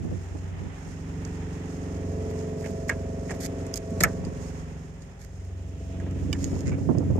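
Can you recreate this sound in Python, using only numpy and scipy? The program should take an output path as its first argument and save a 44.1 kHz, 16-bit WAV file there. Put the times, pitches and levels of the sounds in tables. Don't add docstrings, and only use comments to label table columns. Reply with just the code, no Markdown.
import sys
import numpy as np
from scipy import signal
from scipy.fft import rfft, irfft
from scipy.io import wavfile
from scipy.ndimage import uniform_filter1d

SR = 44100
rng = np.random.default_rng(int(sys.argv[2]) if len(sys.argv) > 2 else 0)


def invert_db(x):
    u = np.asarray(x, float) / 20
    return 10 ** u


def wav_out(sig):
    wavfile.write(sys.argv[1], SR, np.round(np.clip(np.atleast_2d(sig).T, -1, 1) * 32767).astype(np.int16))


N = 317079
TIME = np.arange(N) / SR
SIDES = np.array([[1], [-1]])
CYCLE_HZ = 22.85
STEP = 32


def unit(x):
    return x / np.sqrt(np.mean(x ** 2))


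def curves(table):
    seconds, *columns = np.transpose(table)
    return [np.interp(TIME, seconds, column) for column in columns]


def gains(table):
    hz, db = np.transpose(table)
    return invert_db(np.interp(np.log(np.fft.rfftfreq(N, 1 / SR) + 1), np.log(hz + 1), db))


def noise(table):
    return unit(irfft(rfft(rng.standard_normal((2, N))) * gains(table), N))


def band(x, lo_hz, hi_hz):
    return signal.sosfilt(signal.butter(2, [lo_hz, hi_hz], "band", fs=SR, output="sos"), x)


def wander(rate, step=1):
    hold, size = int(SR / rate / step), -(-N // step)
    held = np.repeat(rng.standard_normal(size // hold + 1), hold)
    return 1.74 * uniform_filter1d(uniform_filter1d(held, hold), hold)[:size]


def hump(t, middle_s, half_s):
    return np.exp(-((t - middle_s) / half_s) ** 2)


def add(track, sound, s):
    i = int(s * SR)
    track[:, i:i + sound.shape[1]] += sound[:, :N - i]


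# time in seconds, closeness to the engine in dB,
# view into the wheel arch 0-1, shading of the engine bay in dB.
STANCE = [(0, 0, 0, -3), (.55, -1, 0.04, -2), (1.0, -0.5, 0.2, -1), (1.6, 0, 0.5, 1), (2.2, 1, 0.87, 0.5),
          (2.7, -1, 0.96, 1), (3.6, 0, 0.93, 2), (3.82, -6.5, 1, 0.5), (4.0, 2.5, 0.89, 2),
          (4.55, -2.5, 0.64, 1.5), (4.87, -8.5, 0.41, -5), (5.15, -8, 0.11, -6.5), (5.45, -3, 0.07, -6),
          (5.78, -0.5, 0.14, -3.5), (6.0, 11, 0.09, -3.5), (6.35, 7.5, 0.19, 0.5), (6.62, 3.5, 0.7, 0),
          (7.19, 9, 0.05, -4)]


def engine_levels():
    close_db, arch, _ = curves(STANCE)
    beat = abs(1 - 0.38 * np.exp(2j * np.pi * 1.155 * (TIME - 0.83)))
    boom_db = -37 + close_db + 20 * np.log10(np.clip(beat, 0.1, 2))
    block_db = -51 + 0.84 * close_db + 14 * np.clip(arch / 0.24, 0, 1)
    knock_db = -54.5 + 0.66 * close_db + 17 * arch
    return [boom_db, block_db, knock_db]


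# multiple of the cycle rate, level beside the fender in dB,
# level in front of the grille in dB.
STRONG_ORDERS = [(3, -1.5, -12), (4, -1, 0), (5, -8, -13), (6, -4.5, -12.5), (7, -4, -7), (8, -2, -10.5),
                 (9, -20.5, -27), (10, -5.5, -28.5), (11, -3, -16.5), (12, -10, -3.5), (13, -16.5, -11.5),
                 (14, -19.5, -15), (15, -18, -13.5), (16, -9, -23), (17, -9, -9.5), (18, -2.5, -25),
                 (19, 0.5, -15.5), (20, -16.5, -29), (21, -24.5, -25), (22, -10, -16.5), (23, -5.5, -34),
                 (24, -9, -17.5), (25, -15, -24), (26, -25.5, -41.5), (28, -10.5, -26.5), (29, -7.5, -12),
                 (30, -23.5, -39.5), (31, -6.5, -31), (32, -28, -44), (34, -31.5, -40.5), (35, -22, -30.5),
                 (38, -30, -45), (43, -15, -48.5), (44, -27, -47), (45, -28.5, -45), (46, -30, -59.5),
                 (49, -10, -50)]


def orders(count=50):
    weak_db, fall_db = np.array([-10, -16]), np.array([0.7, 0.85])
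    rows = {k: (k, *(weak_db - k * fall_db)) for k in range(2, count + 1)}
    rows.update({round(row[0]): row for row in STRONG_ORDERS})
    return [(1, -29, -29), *rows.values()]


# time in seconds, share of grille sound 0-1, extra path in metres,
# lag of the left port in samples, left minus right in dB.
WALK = [
    (0, 1, 0.21, -19, 1),
    (.5, 0.69, 0.091, -4, -1),
    (1.5, 0.16, -0.19, 2, -1.4),
    (2.5, 0.36, -0.95, 10.5, -1),
    (3, 0.28, -0.59, 14, -1),
    (3.6, 0.47, -0.69, 12.5, -0.5),
    (4.5, 0.09, 0.08, 13, -1.5),
    (5.1, 0.6, 0.85, -6.5, 0),
    (5.6, 0.62, 0.83, -2, -0.5),
    (7.19, 0.93, 1, -8, -1),
]
ARRIVAL = [(3, 1.27), (5, 1.2), (7, .94), (11, .86), (14, .76), (20, .7), (23, .3), (25, .9)]
# order, middle in seconds, half length in seconds,
# level change in dB.
SPOTS = [(3, .1, .3, 4), (3, 5.3, .6, 4.5), (4, 5.72, 0.35, -5.5), (4, 6.1, 0.099, 2.5),
         (6, 1.4, 0.45, -7.5), (6, 5.27, 0.17, 9.5), (7, 0.66, 0.61, 6.5), (7, 3.0, 0.66, 2.5),
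         (7, 4.68, 0.36, 7.5), (8, 1.27, 0.54, -2), (8, 5.7, 0.2, -4.5), (8, 4.8, .4, -7.5),
         (8, 4.05, .25, 5.5), (8, 5.1, .15, 2), (10, 4, 0.39, -12), (7, 6.34, .3, -11), (12, 5.3, 0.53, 1),
         (16, 6.2, 0.47, 6.5), (14, 3.5, .45, -20), (9, 4.95, .3, 12), (3, 6.1, .2, -2.5),
         (9, 2.4, 1.2, 7.5), (10, 1.6, 0.52, -7), (10, 8.6, .25, -5), (12, 1.86, 0.3, 6.5),
         (12, 2.8, .6, -4), (11, 5.1, 0.18, 2), (12, 5.1, 0.45, -7), (13, 2, 0.79, 7), (13, 3.2, 0.78, -5),
         (13, 5.4, 0.27, -25), (15, 1.55, 0.7, 14.5), (15, 6.26, .3, 11.5), (16, 1.9, .8, -9.5),
         (16, 6.9, 0.46, 6), (17, 1.4, 0.97, 7), (17, 4.6, 0.33, -8.5), (17, 4.9, .25, 9),
         (18, 1.44, 0.15, 2), (18, 1.9, 0.67, 2.5), (18, 5.6, .4, 8), (19, 0.73, 0.23, -3.5),
         (19, 2.25, 0.16, 3), (19, 4.95, .25, -3), (24, 5, 0.56, 4), (24, 6.5, 0.46, -3.5),
         (29, 1.15, 0.43, -21), (29, 2.2, 0.5, -4.5), (29, 4.7, 0.39, -13), (29, 6.62, 0.38, -18)]


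def drone(levels_db):
    share, path_m, lag, _ = curves(WALK)
    turn = np.exp(2j * np.pi * CYCLE_HZ * (TIME - path_m / 343 - lag / SR * SIDES / 2))
    slow_time, share, knock_db = TIME[::STEP], share[::STEP], levels_db[2][::STEP]
    bay_db = 0.92 * curves(STANCE)[2][::STEP]
    rows = orders()
    delays = 2 * np.pi * np.cumsum(np.interp(np.arange(len(rows) + 1), *np.transpose(ARRIVAL)))
    groups, powers, carrier = np.zeros((3, 2, N)), np.zeros((3, len(share))), 1
    for k, fender_db, grille_db in rows:
        k = round(k)
        carrier = carrier * turn
        group = int(k > 4) + int(k > 13)
        shade_db = (k > 20) * 0.5 * np.clip(knock_db + 40.5, -9, 0) * (1 - share)
        shade_db = shade_db + (8 < k < 14) * bay_db
        gain = invert_db(fender_db + share * (grille_db - fender_db) + shade_db)
        powers[group] += gain ** 2 / 2
        apart = k * wander(0.7, STEP) * SIDES
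        phase = 0.12 * wander(2.99, STEP) + 0.0083 * apart - delays[k]
        phase = phase + (k > 4) * 1.2 * share * wander(1.188, STEP)
        spot_db = sum(db * hump(slow_time, s, half_s) for m, s, half_s, db in SPOTS if round(m) == k)
        drift_db = 1.3 * wander(2.628, STEP) + 0.027 * apart[:, ::-1]
        swell = gain * invert_db(spot_db + drift_db) * np.exp(1j * phase)
        groups[group] += (swell.repeat(STEP, axis=1)[:, :N] * carrier).real
    return sum(g / np.sqrt(p).repeat(STEP)[:N] * invert_db(db) for g, p, db in zip(groups, powers, levels_db))


# frequency in Hz, level in dB per Hz.
RUMBLE_COLOUR = [(20, -26), (40, -15), (65, 2.5), (110, 1), (170, -1), (250, -5), (330, -12), (450, -8),
                 (700, -21), (1100, -46), (1600, -56)]


def rumble(boom_db, block_db, knock_db):
    mid, side = noise(RUMBLE_COLOUR)
    side = 0.32 * side + 0.4 * band(side, 380, 1500)
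    throb = 1 + 0.58 * np.cos(2 * np.pi * CYCLE_HZ * TIME + 0.72)
    level_db = 0.26 * boom_db + 0.2 * block_db + 0.3 * knock_db - 17
    level_db = level_db + 4.5 * curves(WALK)[0] + 0.87 * wander(9.7)
    return (mid + side * SIDES) * throb * invert_db(level_db)


# frequency in Hz, level in dB per Hz.
CLATTER_COLOUR = [(460, -12), (780, 0.5), (909, -3), (1150, -8), (1300, -6), (1580, -8.5), (1870, -5),
                  (2190, -10), (2540, -10.5), (3110, -15), (3380, -16), (4100, -24), (5330, -37),
                  (9020, -120)]
# frequency in Hz, level in dB per Hz.
HISS_COLOUR = [(2410, -44.5), (4100, -9), (4870, -8), (5300, -2), (5990, -6), (6360, -1), (6730, 0.5),
               (7770, -7.5), (8640, -8), (9660, -18.5), (11900, -20), (14700, -25.5), (15500, -28),
               (16100, -50)]


def gear():
    shade_db = curves(STANCE)[2]
    vent_db = 2.5 * hump(TIME, 1.25, 1)
    clatter_db = -52.5 + 0.75 * shade_db + vent_db
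    hiss_db = -56 + 1.05 * shade_db - 2.5
    beat = 1 + 0.1 * np.cos(4 * np.pi * CYCLE_HZ * TIME + 0.5 * wander(16))
    clatter = noise(CLATTER_COLOUR) * invert_db(clatter_db + 0.6 * wander(6.4) + 0.6 * wander(60))
    clatter = clatter + band(clatter, 2170, 4700) * invert_db(-2.5) * hump(TIME, 5.88, 0.37)
    hiss = noise(HISS_COLOUR) * invert_db(hiss_db + wander(14) + 0.87 * wander(60))
    return beat * (clatter + hiss)


# frequency in Hz, level in dB.
NEIGHBOUR = [(31.5, -64.5), (39.5, -60.5), (54.3, -48)]


def neighbour():
    out = np.zeros((2, N))
    for hz, db in NEIGHBOUR:
        swell = invert_db(db - 1 + 0.4 * wander(2.1) + 2.8 * wander(15))
        lead = (0.23 + 0.12 * wander(1.4)) * SIDES
        out += swell * np.sin(2 * np.pi * hz * TIME + 0.8 * wander(1.6) + lead)
    return out


# frequency in Hz, level in dB per Hz.
WIND_COLOUR = [(30, -36), (70, 3.5), (130, 5), (250, -3), (400, -8.5), (700, -31.5), (1200, -91)]
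# middle in seconds, half length in seconds, left port in dB, right port in dB.
GUSTS = [(0.083, 0.11, -36, -30.5), (0.397, 0.097, -52, -41), (0.59, 0.075, -41, -40),
         (0.675, 0.045, -47, -35.5), (0.9, 0.0685, -46, -44), (4.047, 0.033, -28, -33),
         (4.26, 0.12, -38.5, -40.5), (4.511, 0.37, -48, -50), (6.034, .07, -56, -43),
         (6.137, 0.12, -52, -60), (6.27, 0.076, -52, -29), (6.5, 0.089, -35, -30),
         (6.707, 0.068, -26.5, -29), (6.953, 0.15, -30.5, -25), (7.15, 0.086, -33, -27.5)]
# start in seconds, peak level in dB, left minus right in dB.
SLAPS = [(0.048, -43.5, -8.5), (0.071, -42, -2), (0.113, -33, 3), (0.348, -37.5, -3), (0.661, -40, 2),
         (4.266, -30.5, 0.5), (6.223, -49.5, -12), (6.527, -31.5, 6.5), (6.562, -34, -3), (6.614, -35, -1),
         (6.711, -33, 2), (6.781, -33, 1), (6.889, -34.5, -13), (6.906, -31.5, -9.5), (6.947, -30.5, -6.5),
         (6.969, -30.5, -3), (7.003, -29.5, -2.5), (7.018, -30.5, -3), (7.1, -26, 0.5), (7.153, -30.5, 9),
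         (7.178, -28, 0)]


def wind():
    out = np.zeros((2, N))
    for s, half_s, *ports_db in GUSTS:
        out += invert_db(ports_db)[:, None] * hump(TIME, s, half_s)
    flutter = noise(WIND_COLOUR) * invert_db([5 * wander(32), 4.3 * wander(35)])
    out = out * flutter / np.sqrt(uniform_filter1d(flutter ** 2, 5000)) * invert_db(1.5)
    t = TIME[:2600]
    for s, db, pan_db in SLAPS:
        burst = rng.standard_normal((2, len(t))) * np.exp(-t / 0.012) * (1 - np.exp(-t / 0.00049))
        puff = band(band(band(burst, 60, 1600), 74, 1070), 94, 402)
        puff = puff / abs(puff).max(axis=1, keepdims=True)
        add(out, puff * invert_db(db + 6 + 2.71 * pan_db * SIDES / 2), s)
    return out


def hollow(x, top_hz):
    return band(band(x, 1280, top_hz), 810, 0.95 * top_hz)


# start in seconds, end in seconds, rasp in dB, panel hum in dB, edge sharpness.
RUBS = [(1.185, 1.302, -64, -66, 1.4), (2.29, 2.347, -63, -78, 1.3), (2.577, 2.724, -57.5, -65.5, 5.3),
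        (2.635, 2.68, -58, -60, 1.4), (2.876, 2.899, -46.5, -48, 1.3), (3.279, 3.323, -58, -45, 2),
        (3.304, 3.327, -52, -47, 2), (3.329, 3.377, -55, -61, 1.1), (3.399, 3.475, -43.5, -50, 5.6),
        (3.422, 3.471, -41.5, -48, 1.55), (3.757, 3.78, -38, -51, 5), (4.024, 4.038, -36.5, -38, 1.5),
        (5.172, 5.286, -57, -59.5, 1.15), (6.371, 6.5, -47.5, -61, 1.12), (6.429, 6.662, -57, -75, 1.57)]
# start in seconds, end in seconds, rasp in dB,
# panel hum in dB, edge sharpness.
TRAILS = [
    (2.891, 2.905, -38.5, -36, 1.6),
    (2.906, 2.942, -56, -46, 1.2),
    (4.0035, 4.028, -29.5, -29.5, 1.1),
    (4.037, 4.061, -42, -27, 1.7),
    (6.656, 6.719, -53.5, -45, 2.1),
    (6.716, 6.77, -68, -48.5, 1.8),
]


def slides(body, rasp, top):
    for start, end, rasp_db, panel_db, edge, skew in [(*r, 1) for r in RUBS] + [(*r, 0.45) for r in TRAILS]:
        size = int((end - start) * SR)
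        grain_db = 3.6 * rng.exponential(size=size // 90 + 1)
        grains = rng.standard_normal((2, size)) * invert_db(grain_db).repeat(90)[:size]
        arc = np.sin(np.pi * (np.arange(size) / size) ** skew)
        slide = unit(grains) * np.clip(edge * arc, 0, 1) ** 2
        late = start > 6.34
        scrape = slide
        if late:
            peaks = band(slide, 5080, 5450) + band(slide, 6450, 7000)
            scrape = slide * invert_db(2) + peaks * invert_db(3.5)
        add(rasp, scrape * invert_db(rasp_db), start)
        pressed_db = 0.63 * max(panel_db - rasp_db + 6, 0)
        add(top, slide * invert_db(rasp_db + 4 - 5.1 * late - pressed_db), start)
        add(body, hollow(slide, 2880) * invert_db(panel_db + 11), start)


# frequency in Hz, level in dB, 60 dB decay in seconds.
REAR_PANEL = [(1555, -17, 0.092), (1656, 1, 0.088), (1800, 7, 0.055), (1960, 5, 0.026), (2186, 7.5, 0.028),
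              (2390, -9, 0.033), (2275, -7, 0.095)]
# frequency in Hz, level in dB, 60 dB decay in seconds.
FRONT_PANEL = [(1333, -3.5, 0.065), (1464, -11, 0.05), (1590, -21, 0.043), (1704, -3, 0.034),
               (1782, -1, 0.043), (1960, -4.5, 0.05), (2230, -4.5, 0.028), (2620, -25, 0.093),
               (637.5, -13, 0.055)]
# frequency in Hz, level in dB, 60 dB decay in seconds.
NAIL = [(1330, 2, .04), (5400, 7, 0.007), (4400, -2, .006), (6700, 3, .012), (8500, 3, .01),
        (11700, 5, 0.005), (12600, 11, .006)]
# frequency in Hz, level in dB, 60 dB decay in seconds.
MESH = [(1160, -13.5, 0.028), (1720, -20, 0.11), (2340, 2, 0.02), (2960, 3, 0.024), (3630, -4, 0.023),
        (4820, -2.5, 0.022), (5500, -5, 0.014), (6260, -16, 0.014), (7400, -12, .012)]
# frequency in Hz, level in dB, 60 dB decay in seconds.
CORNER = [(2270, 1, 0.087), (2080, -4, 0.066), (2620, -7, .03), (1500, -10, 0.044), (1160, -6, 0.07)]
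# frequency in Hz, level in dB, 60 dB decay in seconds.
CASE = [(3340, -10.5, 0.0064), (5180, 7.5, 0.0044), (6440, 4.5, 0.006), (8150, -5, 0.0057),
        (10900, -17, 0.0056), (11880, -20, 0.005)]
PLACES_S = [
    0,
    3.72,
    3.78,
    3.9,
    4.2,
    6.3,
    6.34,
    6.7,
    6.9,
]


def ringing(push, s, contact_s):
    t = TIME[:5000]
    front = FRONT_PANEL + NAIL if abs(s - 4.035) < 0.004 else FRONT_PANEL
    places = (REAR_PANEL, CASE, REAR_PANEL, front, REAR_PANEL, MESH, REAR_PANEL, CORNER, CASE)
    modes = places[np.searchsorted(PLACES_S, s) - 1]
    ring = np.zeros(len(t))
    for hz, db, t60 in modes:
        ring += invert_db(db) * np.sin(hz * (2 * np.pi * t + 1)) * np.exp(-np.log(1000) * t / t60)
    ring = ring * (1 - np.exp(-(t / contact_s) ** 2))
    ring = signal.fftconvolve(push, ring[None])[:, :push.shape[1]]
    return ring / abs(ring).max()


# start in seconds, crack in dB, left minus right in dB.
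TICKS = [(1.25, -46, -11), (2.31, -53.5, 14), (3.666, -45, -1), (3.7356, -44, -5), (3.7399, -24.5, -6),
         (3.7737, -32, -11), (3.9058, -52, 4), (4.25, -46.5, -8), (5.0204, -53.5, -6.5),
         (5.449, -58.5, 11.5), (6.11, -52, -1), (6.425, -55, -10), (6.449, -50, -14), (6.9833, -45, -18),
         (7.108, -57, -10), (7.163, -50.5, 10)]
# start in seconds, ring in dB, nail crack in dB, body thud in dB,
# left minus right in dB.
KNOCKS = [(2.6423, -35, -56, -54, -1), (2.6602, -39, -47, -35, -5), (2.8939, -13, -35.5, -25.5, -0.5),
          (2.8981, -18.5, -50, -41, -1.5), (3.2912, -41, -60, -44, 2), (3.2943, -32, -58, -39, 0),
          (3.3012, -40, -57, -54, -5), (3.3072, -30, -38.5, -30.5, -4), (3.313, -28, -41, -39, -1),
          (3.3185, -47, -54, -43, 2), (3.34, -38, -57, -43, -3), (3.43, -42, -60, -40, 0),
          (4.006, -22, -25, -22, 8), (4.0352, -5, -22.5, -43, 4), (4.041, -10.5, -43.5, -22.5, 1),
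          (4.048, -28, -45, -37, 0.5), (6.0001, -39.5, -54, -44, -3), (6.064, -43.5, -66, -36, 6),
          (6.328, -18, -34.5, -41, -6), (6.348, -36.5, -58, -38, 0), (6.718, -36.5, -52, -36, -3)]


def tap_list():
    knocks = [(s, ring, crack, crack - 20 + 0.67 * (ring - thud), thud, pan)
              for s, ring, crack, thud, pan in KNOCKS]
    ticks = [(s, crack - 3, crack, crack - 8.5, -54, pan) for s, crack, pan in TICKS]
    return knocks + ticks


def taps(body, rasp, top):
    t = TIME[:5000]
    for s, ring_db, crack_db, top_db, thud_db, pan_db in tap_list():
        on_case = 3.72 < s < 3.78 or s > 6.9
        clean = on_case or 6.3 < s < 6.34
        mid, side, tail = rng.standard_normal((3, len(t)))
        pan = invert_db(pan_db * SIDES / 2)
        chatter = (mid + 0.6 * side * SIDES) * np.exp(-t / 0.0053)
        push = (t == 0) + (0.015 if clean else 0.06) * chatter
        hum = (tail + 0.5 * mid * SIDES) * np.exp(-t / 0.017)
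        hum = hollow(hum, 2100 if 3.9 < s < 4.2 else 2600)
        contact_s = 0.0014 if clean or 4.03 < s < 4.04 else 0.00022
        ring = ringing(push, s, contact_s) + (0.05 if clean else 0.4) * hum / abs(hum).max()
        if 3.28 < s < 3.35:
            ring = ring * (np.exp(-t / 0.004) + 0.091) * invert_db(1.5)
        if on_case:
            ring_db, crack_db = crack_db + 6.5, crack_db - 12.5
        choke_s = 4.0465
        if 4.03 < s < choke_s:
            ring = ring * invert_db(-3.5 * np.clip((t + s - choke_s) / 0.0011, 0, 1))
        thud = band(mid * np.exp(-t / 0.026), 160, 690)
        thud = thud / abs(thud).max()
        add(body, (ring * invert_db(ring_db - 1.5) + thud * invert_db(thud_db)) * pan, s)
        crack = side * (np.exp(-t / 0.0013) + 0.3 * np.exp(-t / 0.0078)) * (1 - np.exp(-t / 0.0005))
        crack = np.array([crack, np.roll(crack, 5)]) * pan
        add(rasp, crack * invert_db(crack_db + 5), s)
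        add(top, crack * np.exp(-t / 0.006) * invert_db(top_db + 16.5), s)


def squeal(body):
    start, end, low_hz, high_hz = 2.63, 2.675, 1780, 2620
    t = TIME[:int((end - start) * SR)]
    u = t / t[-1]
    rough = unit(band(rng.standard_normal((2, len(t))), 20, 450))
    tone = np.sin(2 * np.pi * np.cumsum(low_hz + (high_hz - low_hz) * u) / SR)
    add(body, rough * tone * np.sin(np.pi * u ** 1.3) * invert_db(-43), start)


# start in seconds, peak level in dB.
PALMS = [
    (2.691, -28),
    (3.905, -28),
    (4.001, -25),
]


def palms(body):
    t = TIME[:5000]
    for s, db in PALMS:
        bump = rng.standard_normal(len(t)) * np.exp(-t / 0.021) * (1 - np.exp(-t / 0.005))
        bump = band(band(bump, 145, 242), 145, 242)
        add(body, bump / abs(bump).max() * invert_db(db - 0.9 * SIDES), s)


# frequency in Hz, level in dB per Hz.
RASP_COLOUR = [(710, -42.5), (1200, -38.5), (1770, -14.5), (2040, -9), (3660, -8), (4000, -9.5),
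               (4500, -4.5), (5300, -4.5), (5950, -5), (6700, 0.5), (8500, -9), (9800, -14.5), (10500, -15),
               (11800, -14.5), (14800, -18.5), (16000, -56)]


def fingers():
    body, rasp, top = np.zeros((3, 2, N))
    slides(body, rasp, top)
    taps(body, rasp, top)
    squeal(body)
    palms(body)
    near_left = (TIME > 3.39) & (TIME < 4.05) & (SIDES > 0)
    rasp = rasp + band(rasp * near_left, 7700, 10000) * invert_db(1)
    colour = gains(RASP_COLOUR)
    below_top = 1 - gains([(9100, -60), (9900, 0)])
    top_shape = gains([(9400, -34.5), (10300, -3), (11800, -1), (13800, -3), (15800, -8)])
    spectrum = rfft(rasp) * below_top + rfft(top * invert_db(8 * SIDES / 2)) * top_shape
    return body + irfft(spectrum * colour / np.sqrt(np.mean(colour ** 2)), N)


def scene():
    levels_db = engine_levels()
    engine = drone(levels_db) + rumble(*levels_db) + gear()
    bearing = invert_db((curves(WALK)[3] + 1.9) * SIDES / 2)
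    return engine * bearing + neighbour() + wind() + fingers()


def top_cut(x):
    return signal.sosfilt(signal.butter(12, 16310, fs=SR, output="sos"), x)


# frequency in Hz, left minus right in dB.
PORTS = [(60, -2), (400, -2), (2000, -5), (4100, 1.5), (4900, -10), (7000, -9.5), (9000, -3.5),
         (11000, 6.5), (12300, 6), (14000, -2)]


def record(dry):
    tilt = np.sqrt(gains(PORTS))
    ports = irfft(rfft(dry) * np.array([tilt, 1 / tilt]), N)
    ports = signal.sosfilt(signal.butter(2, 24, "high", fs=SR, output="sos"), ports)
    return top_cut(ports)


dry = scene()
out = record(dry)
wav_out(out)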